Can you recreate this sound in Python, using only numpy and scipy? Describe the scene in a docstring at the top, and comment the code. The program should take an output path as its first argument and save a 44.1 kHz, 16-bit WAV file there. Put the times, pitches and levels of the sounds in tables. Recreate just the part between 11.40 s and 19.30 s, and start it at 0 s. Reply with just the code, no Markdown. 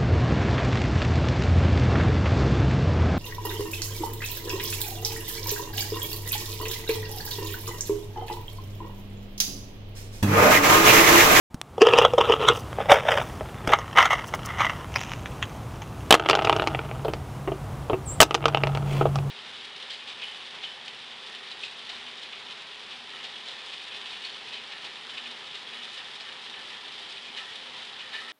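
"""Peanut shells grate and crunch as a hand rummages in a tub close to a mono camera microphone.
The tub's air and walls, then the cupped palm, ring with them. Two tossed handfuls strike the near wood,
overload the microphone and scatter over a deck, whose boards ring. A peacock walks up the boards,
a small bird gives one thin whistle, and a low hum swells at the end over the air of a quiet garden."""
import sys
import numpy as np
from scipy import signal
from scipy.fft import rfft, irfft
from scipy.io import wavfile
from scipy.ndimage import uniform_filter1d

SR = 44100
rng = np.random.default_rng(int(sys.argv[2]) if len(sys.argv) > 2 else 0)


def wav_out(sig):
    """Save sig, one row per channel (or a flat mono array), as 16-bit PCM at SR to the path in sys.argv[1]."""
    wavfile.write(sys.argv[1], SR, np.round(np.clip(np.atleast_2d(sig).T, -1, 1) * 32767).astype(np.int16))


N = 348390
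TIME = np.arange(N) / SR
BLOW_TIME = np.arange(8192) / SR  # time within one blow

# spectra of a nut on the deck and on the near wood (frequency [Hz], level [dB])
NUT_ON_DECK = [(150, -31), (280, -9), (450, -3), (800, -4), (1250, -3), (1700, -10), (2900, -1),
               (4200, -15.5), (5200, -15.5), (8500, -33), (12000, -47), (15000, -48)]
NUT_ON_NEAR_WOOD = [(40, -34), (120, -12.5), (300, -5), (600, 1.5), (1150, 0), (1900, -6), (2900, -1),
                    (4500, -9.5), (8500, -12.5), (12000, -25.5), (15000, -24)]


def amp(db):
    """Decibels to gain."""
    return 10 ** (np.asarray(db) / 20)


def unit(x):
    """Scales to rms 1."""
    return x / np.sqrt(np.mean(x ** 2) + 1e-20)


def curve(rows, t=TIME):
    """Reads (time, value) rows at times t."""
    return np.interp(t, *np.transpose(rows))


def ramp(start_s, length_s):
    """Rises from 0 to 1."""
    return np.clip((TIME - start_s) / length_s, 0, 1)


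def swell(middle_s, half_length_s, level_db):
    """Gaussian rise and fall."""
    return amp(level_db) * np.exp(-np.minimum(((TIME - middle_s) / half_length_s) ** 2, 50))


def drift(top_hz):
    """Smooth random wander, rms 1."""
    rates_hz = top_hz * np.geomspace(0.1, 1, num=10)
    return unit(sum(np.sin(2 * np.pi * (hz * TIME + rng.random())) for hz in rates_hz))


def spectrum(colour, size):
    """Reads (frequency [Hz], level [dB]) rows on FFT bins."""
    hz, db = np.transpose(colour)
    return np.interp(np.log(np.fft.rfftfreq(size, 1 / SR) + 1), np.log(hz + 1), db)


def wash(colour):
    """Steady coloured noise."""
    return unit(irfft(rfft(rng.standard_normal(N)) * amp(spectrum(colour, N)), N))


def add(mix, start_s, sound):
    """Mixes a sound in."""
    part = mix[round(start_s * SR):][:len(sound)]
    part += sound[:len(part)]


def resonate(x, hz, width_hz):
    """Unity-gain resonance; hz may vary in time."""
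    turn = np.exp(2j * np.pi * np.cumsum(hz * np.ones(len(x))) / SR)
    pole = np.exp(-np.pi * width_hz / SR)
    return 2 * (turn * signal.lfilter([1 - pole], [1, -pole], x / turn + 1e-18)).real


def impulses(per_s):
    """Sparse random impulses, one blow long."""
    return rng.standard_normal(len(BLOW_TIME)) * (rng.random(len(BLOW_TIME)) < per_s / SR)


def click(colour, ripple_db, size_spread=0.07, size=2048):
    """Minimum-phase click; each nut has its own size and random spectral ripple."""
    ripple = unit(signal.oaconvolve(rng.standard_normal(size // 2 + 1), np.hanning(28), "same"))
    pitch_ratio = np.exp(size_spread * rng.standard_normal())
    shape_db = spectrum(np.array(colour) * [pitch_ratio, 1], size) + ripple_db * ripple
    cepstrum = irfft(np.log(amp(np.maximum(shape_db, -80))))
    fold = 1 + np.sign(size // 2 - np.arange(size))
    fold[0] = 1
    return unit(irfft(np.exp(rfft(cepstrum * fold))))


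def grains(colour, per_s, spread_db, ripple_db, kinds=16):
    """Many small contacts: mostly weak, a few strong, steady on average; rms 1."""
    hits = amp(spread_db * np.minimum(rng.exponential(1, N), 3.5)) * rng.choice([-1, 1], N)
    hits *= rng.random(N) < per_s / SR
    hits /= np.sqrt(abs(uniform_filter1d(hits ** 2, size=2600)) + 1e-6)
    kind = rng.integers(0, kinds, N)
    layers = (signal.oaconvolve(hits * (kind == k), click(colour, ripple_db))[:N] for k in range(kinds))
    return unit(sum(layers))


def balance(x, level_db, bass_db, mid_db, treble_db):
    """Sets the loudest short-term rms of three bands of a blow, each re level_db."""
    hz = np.fft.rfftfreq(len(x), 1 / SR)
    low = 1 / (1 + (hz / 800) ** 6)
    high = 1 - 1 / (1 + (hz / 4000) ** 8)
    bands = irfft(rfft(x) * np.array([low, 1 - low - high, high]))
    loudest = np.sqrt(uniform_filter1d(bands ** 2, size=300, axis=1, mode="constant").max(1))
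    gains = amp(level_db + np.array([bass_db, mid_db, treble_db])) / loudest
    fade = np.minimum(1, np.linspace(10, 0, len(x)) ** 2)
    return gains @ bands * fade


def on_deck(x, ring_db):
    """Contacts ring the boards, differently at each spot."""
    board_modes = [(318.7, -10, 0.28), (382, -9.5, 0.16), (449.4, -3, 0.072), (648, 3.5, 0.025),
                   (809, 7, 0.018), (916, -17, 0.04), (1228, 9.5, 0.014), (2760, -2, 0.0091)]  # (frequency [Hz], level [dB], t60 [s])
    ring = 0
    for hz, db, t60_s in board_modes:
        db += 2 * rng.standard_normal()
        hz *= 1 + 0.03 * rng.standard_normal()
        ring += amp(db - 60 * BLOW_TIME / t60_s) * np.cos(2 * np.pi * hz * BLOW_TIME)
    return x + amp(ring_db) * signal.oaconvolve(x, ring)[:len(x)]


def blows(rows, colour, flurry_db, t60_s, ring_db, bass_db, mid_db):
    """Per row, a contact and a dying flurry ring the boards; bass lags as blows get harder."""
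    bass_lag_db_per_db = 0.27
    out = np.zeros(N)
    for start_s, level_db, treble_db in rows:
        contact = click(colour, ripple_db=2.2)
        train = amp(flurry_db - 60 * BLOW_TIME / t60_s) * impulses(per_s=4500)
        train[0] = 1
        push = signal.oaconvolve(np.pad(train, (64, 0)), contact)[:len(BLOW_TIME)]
        lagged_bass_db = bass_db - bass_lag_db_per_db * level_db
        add(out, start_s, balance(on_deck(push, ring_db), level_db, lagged_bass_db, mid_db, treble_db))
    return out


def garden():
    """Steady air over a distant heaving rumble, fading in after a moment of silence."""
    # background spectra (frequency [Hz], level [dB])
    air_colour = [(15, -39), (25, -18), (59, -3), (119, -1), (246, -9.5), (598, -14.5), (722, -12.5),
                  (1240, -17), (1660, -25), (3260, -30), (4500, -34.5), (10900, -39), (11800, -48),
                  (13200, -39.5), (15500, -45)]
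    rumble_colour = [(20, -21), (55, 9), (85, 5.5), (115, 14.5), (170, -7.5), (400, -48.5)]
    rumble_levels = [(0.3, -52), (0.55, -39), (2.5, -44.5), (4.3, -41.5), (7.9, -37.5)]  # (time [s], level [dB])
    air = wash(air_colour) * amp(-38 + 0.5 * drift(5))
    rumble = wash(rumble_colour) * amp(curve(rumble_levels) + 2 * drift(9))
    fade_in = ramp(0.1, 0.0075) * amp(-12 * (1 - ramp(0.1, 0.42) ** 2))
    return (air + rumble) * fade_in


def hum(start_s=4.55, swell_s=6.92, rise_s=0.38, idle_db=-40.5, full_db=-26.5):
    """Low wavering tones, as of a distant motor: they come in, idle, then swell."""
    partials = [(140, 2), (194, -14), (393, -34)]  # (frequency [Hz], relative level [dB])
    tones = 0
    for hz, db in partials:
        gain = amp(db + 1.14 * drift(9))
        wavering_hz = hz * (1 + 0.0034 * drift(4.1))
        tones += gain * np.sin(2 * np.pi * np.cumsum(wavering_hz) / SR)
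    level = amp(idle_db) * ramp(start_s, rise_s) + (amp(full_db) - amp(idle_db)) * ramp(swell_s, rise_s)
    return unit(tones) * level


def small_bird(low_hz=7360, scoop_hz=1800, rasp_hz=108):
    """Raspy whistle, loudest at the bottom of its dip, with a weak upper voice; foliage scatters it."""
    progress = ramp(start_s=6.654, length_s=0.102)
    bend = (2 * progress ** 0.87 - 1) ** 2  # dips early
    waver = unit(uniform_filter1d(rng.standard_normal(N), size=30))
    phase = 2 * np.pi * np.cumsum(low_hz + scoop_hz * bend + rasp_hz * waver) / SR
    voices = np.sin(phase) + amp(-15) * np.sin(1.14 * phase) + amp(-26) * np.sin(2 * phase)
    call = voices * amp(-32.5 - 16 * bend) * np.minimum(1, 20 * progress * (1 - progress))
    leaves = rng.standard_normal(len(BLOW_TIME)) * amp(-60 * BLOW_TIME / 0.4)
    return call + amp(-10) * signal.oaconvolve(call, leaves / np.linalg.norm(leaves))[:N]


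def handling():
    """Soft knocks through the camera body and one fingernail tick."""
    bumps = [(0.143, -22.5, -24), (2.275, -18, -36)]  # hand on camera (time [s], level [dB], relative treble [dB])
    bump_colour = [(40, -6), (130, -6), (280, -2.5), (500, -28), (2000, -41), (7000, -30), (15000, -46)]  # (frequency [Hz], level [dB])
    out = blows(bumps, bump_colour, flurry_db=-12, t60_s=0.03, ring_db=-66, bass_db=-10.5, mid_db=-22)
    tick = click(NUT_ON_NEAR_WOOD, ripple_db=2)
    add(out, 0.215, balance(tick, level_db=-21, bass_db=-40, mid_db=-12, treble_db=-15.5))
    return out


def peacock():
    """Padded feet, then toes, land on the boards; the long train swishes once."""
    steps = [(5.647, 0.034, -14.5, -28.5), (6.074, 0.043, -15.5, -40), (6.497, 0.034, -11, -39),
             (7.61, 0.044, -6, -61)]  # (time [s], toe delay [s], relative level [dB], relative treble [dB])
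    # spectra of a foot and of feathers on the boards (frequency [Hz], level [dB])
    foot = [(100, 0), (250, -4), (420, 13), (720, -4), (1300, -17.5), (1800, -28.5), (3000, -21.5),
            (6000, -66), (15000, -54)]
    feathers = [(600, 10), (1200, -3), (1800, -3.5), (2900, -1), (4300, -12), (6000, -15.5), (10000, -22),
                (12000, -26), (15000, -24)]
    touches = [(s + delay_s, db, treble_db) for s, toe_s, db, treble_db in steps for delay_s in (0, toe_s)]
    toes = blows(touches, foot, flurry_db=-7, t60_s=0.065, ring_db=-39, bass_db=-11.5, mid_db=-12)
    swish = grains(feathers, per_s=6500, spread_db=5.5, ripple_db=5)
    return amp(-2.5) * toes + swish * swell(middle_s=7.555, half_length_s=0.087, level_db=-33)


def scatter(landing_s=0.3, rise_db=8):
    """Patter builds as each handful lands and fades as the nuts come to rest."""
    handfuls = [(4.72, -20.5, 38), (6.82, -31.5, 22)]  # (first impact [s], relative level [dB], decay [dB/s])
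    level = 0
    for start_s, db, decay_db_per_s in handfuls:
        build_db = rise_db * (ramp(start_s, landing_s) - 1.5)
        decay_db = decay_db_per_s * np.maximum(TIME - start_s - landing_s, 0)
        level += (TIME > start_s) * amp(db + build_db - decay_db)
    patter = grains(NUT_ON_DECK, per_s=300, spread_db=5, ripple_db=2.5)
    return level * unit(on_deck(patter, ring_db=-10))


def toss():
    """Nuts hit the near wood hard and dry, then bounce over the deck."""
    # near hits and loudest bounces (time [s], relative level [dB], relative treble [dB])
    strikes = [(4.706, 8.5, -15.5), (4.711, 2, -32), (4.724, 11.5, -23), (4.74, 8, -22.5),
               (4.75, -2.5, -23), (6.802, 13.5, -17), (6.813, 1, -4.5), (6.821, 6, -31), (6.828, 4, -12.5)]
    bounces = [(4.796, -8, -33), (4.86, -8.5, -35), (4.887, -2.5, -24), (4.897, 2, -21), (4.909, -3.5, -19),
               (4.93, -2, -45), (4.951, -3.5, -24), (4.99, -7, -36), (5.022, -14.5, -27),
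               (5.048, -8, -21.5), (5.071, -6.5, -36), (5.095, 1, -35), (5.126, -6.5, -31),
               (5.163, -12, -24.5), (5.196, -8, -48), (5.22, -11.5, -34), (5.272, -8.5, -22.5),
               (5.347, -12, -56), (5.39, -15.5, -56), (5.512, -23, -47), (5.735, -17, -22),
               (6.908, -7, -29), (6.943, -5, -18.5), (6.948, -4, -19.5), (7.025, -20, -46),
               (7.04, -14, -45), (7.055, 2, -27.5), (7.081, -9, -23.5), (7.146, -2.5, -40),
               (7.171, -9.5, -32), (7.235, -5, -35), (7.27, -13, -28), (7.349, -18, -25), (7.372, -17, -27),
               (7.756, -17, -18.5), (7.786, -21.5, -27)]
    near = blows(strikes, NUT_ON_NEAR_WOOD, flurry_db=-13, t60_s=0.028,
                 ring_db=-44.5, bass_db=-13.5, mid_db=-9.5)
    far = blows(bounces, NUT_ON_DECK, flurry_db=-11.5, t60_s=0.033,
                ring_db=-36.5, bass_db=-16.5, mid_db=-12)
    return amp(-3.5) * near + amp(-1.5) * far + scatter()


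def in_tub(x, t):
    """The tub's walls and air ring; the air resonance rises as the hand comes up."""
    air_resonance = [(0.42, 415), (0.54, 506), (1.1, 440), (1.3, 572), (2.05, 610), (2.3, 750)]  # (time [s], frequency [Hz])
    wall_modes = [(830, 180, 2), (1293, 99, 0.5)]  # (frequency [Hz], width [Hz], gain [dB])
    walls = sum(amp(db) * resonate(x, hz, width_hz) for hz, width_hz, db in wall_modes)
    return x + walls + amp(5) * resonate(x, curve(air_resonance, t), width_hz=55)


def in_palm(x, t):
    """The cupped hand rings higher, the same at all times t."""
    palm_modes = [(1250, 200, -1), (2010, 240, 2), (2750, 160, -5)]  # (frequency [Hz], width [Hz], gain [dB])
    return x + sum(amp(db) * resonate(x, hz, width_hz) for hz, width_hz, db in palm_modes)


def in_open(x, t):
    """Open air: nothing rings."""
    return x


def effort(attack_s=0.03, release_db_per_s=197):
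    """Stirring strength: the heap yields quickly to each stroke, then settles."""
    strokes = [(0.424, 0.21, -21.5), (0.799, 0.14, -24), (0.998, 0.11, -24), (1.39, 0.074, -37.5),
               (1.498, 0.033, -13.5), (1.657, 0.12, -24), (2.281, 0.032, -26.5), (2.566, 0.063, -17),
               (2.704, 0.017, -22), (3.055, 0.15, -37.5), (3.18, 0.069, -24), (3.531, 0.2, -39.5)]  # (start [s], length [s], level [dB])
    envelopes = []
    for start_s, length_s, db in strokes:
        release_db = release_db_per_s * np.clip(TIME - start_s - length_s, 0, 1)
        envelopes.append(ramp(start_s - attack_s / 2, attack_s) * amp(db - release_db))
    return np.max(envelopes, axis=0)


def crunches(start_s, end_s, colour, cavity, fall_t60_s=0.051):
    """The heap slips: contacts swell to one hard knock and die away; big slips build for longer."""
    # (time [s], relative level [dB], relative bass [dB], relative treble [dB])
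    slips = [(0.379, -29.5, 10, -15), (0.417, -2.5, -0.5, -17.5), (0.468, -2.5, -4.5, -22),
             (0.486, -7, -14, -25), (0.534, -1, -7, -26), (0.585, 1, -7.5, -19), (0.649, 1, -9, -27.5),
             (0.734, -19, 6, -19.5), (0.781, -8, 0, -21), (0.81, -3.5, -17, -27.5), (0.896, -12.5, 3, -24),
             (0.921, -5, -14, -23), (1.085, 4.5, -34, -20), (1.384, -25.5, 6, -45), (1.402, -19, -2, -45),
             (1.496, -4, -7.5, -46), (1.518, 6, -11.5, -32), (1.686, -2.5, -14.5, -35),
             (1.718, -5, -28, -28.5), (1.773, -8, -20, -34), (2.007, -23.5, -1.5, -34),
             (2.273, -11.5, -13, -20.5), (2.299, -23, 1, -24), (2.334, 2.5, -15, -33.5),
             (2.386, -23.5, -3, -14.5), (2.556, -17, -10, -40), (2.584, 6.5, -25, -40),
             (2.626, -6.5, -14.5, -21), (2.655, -5, -19, -21.5), (2.73, -7, -13, -25),
             (2.937, -12.5, -11.5, -26), (3.204, -5.5, -20, -32), (3.295, -11.5, -32, -32),
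             (3.558, -8, -23, -19), (3.612, -21.5, -13, -17), (3.857, -19.5, -39, -28),
             (4.025, -10.5, -45, -27), (4.418, -27, -11, -18)]
    knock = len(BLOW_TIME) // 6
    lead_s = BLOW_TIME[knock]
    t = BLOW_TIME - lead_s
    out = np.zeros(N)
    for slip_s, level_db, bass_db, treble_db in slips:
        if start_s <= slip_s < end_s:
            rise_t60_s = 0.007 + 0.033 * amp(min(level_db, 0))
            train = amp(-11.5 - 60 * np.maximum(t / fall_t60_s, -t / rise_t60_s)) * impulses(per_s=3300)
            train[knock] = 1
            shells = signal.oaconvolve(train, click(colour, ripple_db=2.2))[:len(t)]
            ringing = cavity(shells, slip_s + BLOW_TIME)
            crunch = balance(ringing, level_db, bass_db, mid_db=-9.5, treble_db=treble_db)
            add(out, slip_s - lead_s + 0.002, amp(-3) * crunch)
    return out


def rummage(dig_s=0.37, scoop_s=1.28, lift_s=2.32, hold_s=3.46, throw_s=4.7):
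    """Shells grate and husks hiss as the hand digs, scoops, lifts and holds."""
    # spectra: shells deep in the tub, along its wall, in hand, in the open (frequency [Hz], level [dB])
    deep = [(88, -67), (150, -27.5), (268, -21), (481, -0.5), (656, -15), (1220, -6.5), (1540, -27),
            (1830, -14.5), (2270, -26), (2920, -6), (3350, -15), (4140, -48), (5130, -32), (15500, -74)]
    scooped = [(120, -71), (200, -27), (378, -22.5), (437, 0.5), (607, -3.5), (992, -9), (1980, -8.5),
               (2510, -15), (3420, -12), (4500, -71), (5010, -24), (6960, -37), (15500, -50)]
    lifted = [(120, -61), (200, -33), (454, -10.5), (641, -2), (1260, 3), (1650, -7), (2020, 2.5),
              (2420, -17.5), (2900, -2), (3750, -15.5), (4100, -28), (6020, -17), (6710, -31), (15500, -46)]
    loose = [(400, -26), (850, 3.5), (1900, 1.5), (3000, 5), (4400, -15.5), (6200, -1.5), (8500, -30),
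             (15000, -29)]
    husk_colour = [(3000, -13), (5500, 18), (7500, 5.5), (10000, 9.5), (12000, -16), (14500, 15),
                   (15800, -33)]  # (frequency [Hz], level [dB])
    husk_rubs = [(1.173, 0.043, -47), (1.522, 0.016, -37), (1.862, 0.17, -56.5), (2.878, 0.015, -43),
                 (2.951, 0.0082, -42.5), (3.062, 0.0089, -38.5)]  # husk over skin (middle [s], half length [s], level [dB])
    shifting = [(1775, -58), (1700, -48), (1693, -44), (587, -56.5)]  # per stage (stroke contact rate [1/s], level between strokes [dB])
    stages = [(dig_s, scoop_s, deep, in_tub), (scoop_s, lift_s, scooped, in_tub),
              (lift_s, hold_s, lifted, in_palm), (hold_s, throw_s, loose, in_open)]
    stir = effort() * amp(2.5 * drift(60))  # shells catch and slip
    husk_level = amp(-30.5) * stir + sum(swell(*rub) for rub in husk_rubs)
    out = grains(husk_colour, per_s=1300, spread_db=5.8, ripple_db=2) * husk_level
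    for (start_s, end_s, colour, cavity), (per_s, rest_db) in zip(stages, shifting):
        shells = grains(colour, per_s, spread_db=5.2, ripple_db=3.2)
        grating = unit(cavity(shells, TIME)) * stir
        idle = grains(colour, per_s=450, spread_db=6, ripple_db=4, kinds=6)
        idle *= amp(rest_db + 2.5 * drift(16))  # shells shift in fits
        out += (grating + idle) * (TIME >= start_s) * (TIME < end_s)
        out += crunches(start_s, end_s, colour, cavity)
    return out


def porch(x, wet_db=-21, t60_s=0.089):
    """Faint, short reflections from wall and railing."""
    echoes = impulses(per_s=2000) * amp(-60 * BLOW_TIME / t60_s) * (BLOW_TIME > 0.006)
    tail = signal.lfilter([1], [1, -0.5], echoes)
    return x + amp(wet_db) * signal.oaconvolve(x, tail / np.linalg.norm(tail))[:N]


def scene():
    """One microphone on both channels."""
    mono = porch(rummage() + toss() + peacock()) + handling() + small_bird() + hum() + garden()
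    return np.array([mono, mono])


def record(dry, threshold_db=-11, recover_db_per_s=22, squeeze=0.49, lag_s=0.032, edge_hz=15750):
    """Slow gain control ducks what follows the hardest blows, which clip; then the band limit."""
    power_db = 10 * np.log10(abs(uniform_filter1d(dry[0] ** 2, size=900)) + 1e-12)
    recovery_db = recover_db_per_s * TIME
    held_db = np.maximum.accumulate(power_db + recovery_db) - recovery_db
    over_db = np.maximum(held_db - threshold_db, 0)
    pole = np.exp(-1 / (lag_s * SR))
    ducked = dry / amp(squeeze * signal.lfilter([1 - pole], [1, -pole], over_db))
    clipped = ducked / (1 + ducked ** 12) ** (1 / 12)
    lowpass = signal.firwin(255, edge_hz, window=("kaiser", 8), fs=SR)
    return signal.oaconvolve(clipped, lowpass[None], "same")


dry = scene()
out = record(dry)
wav_out(out)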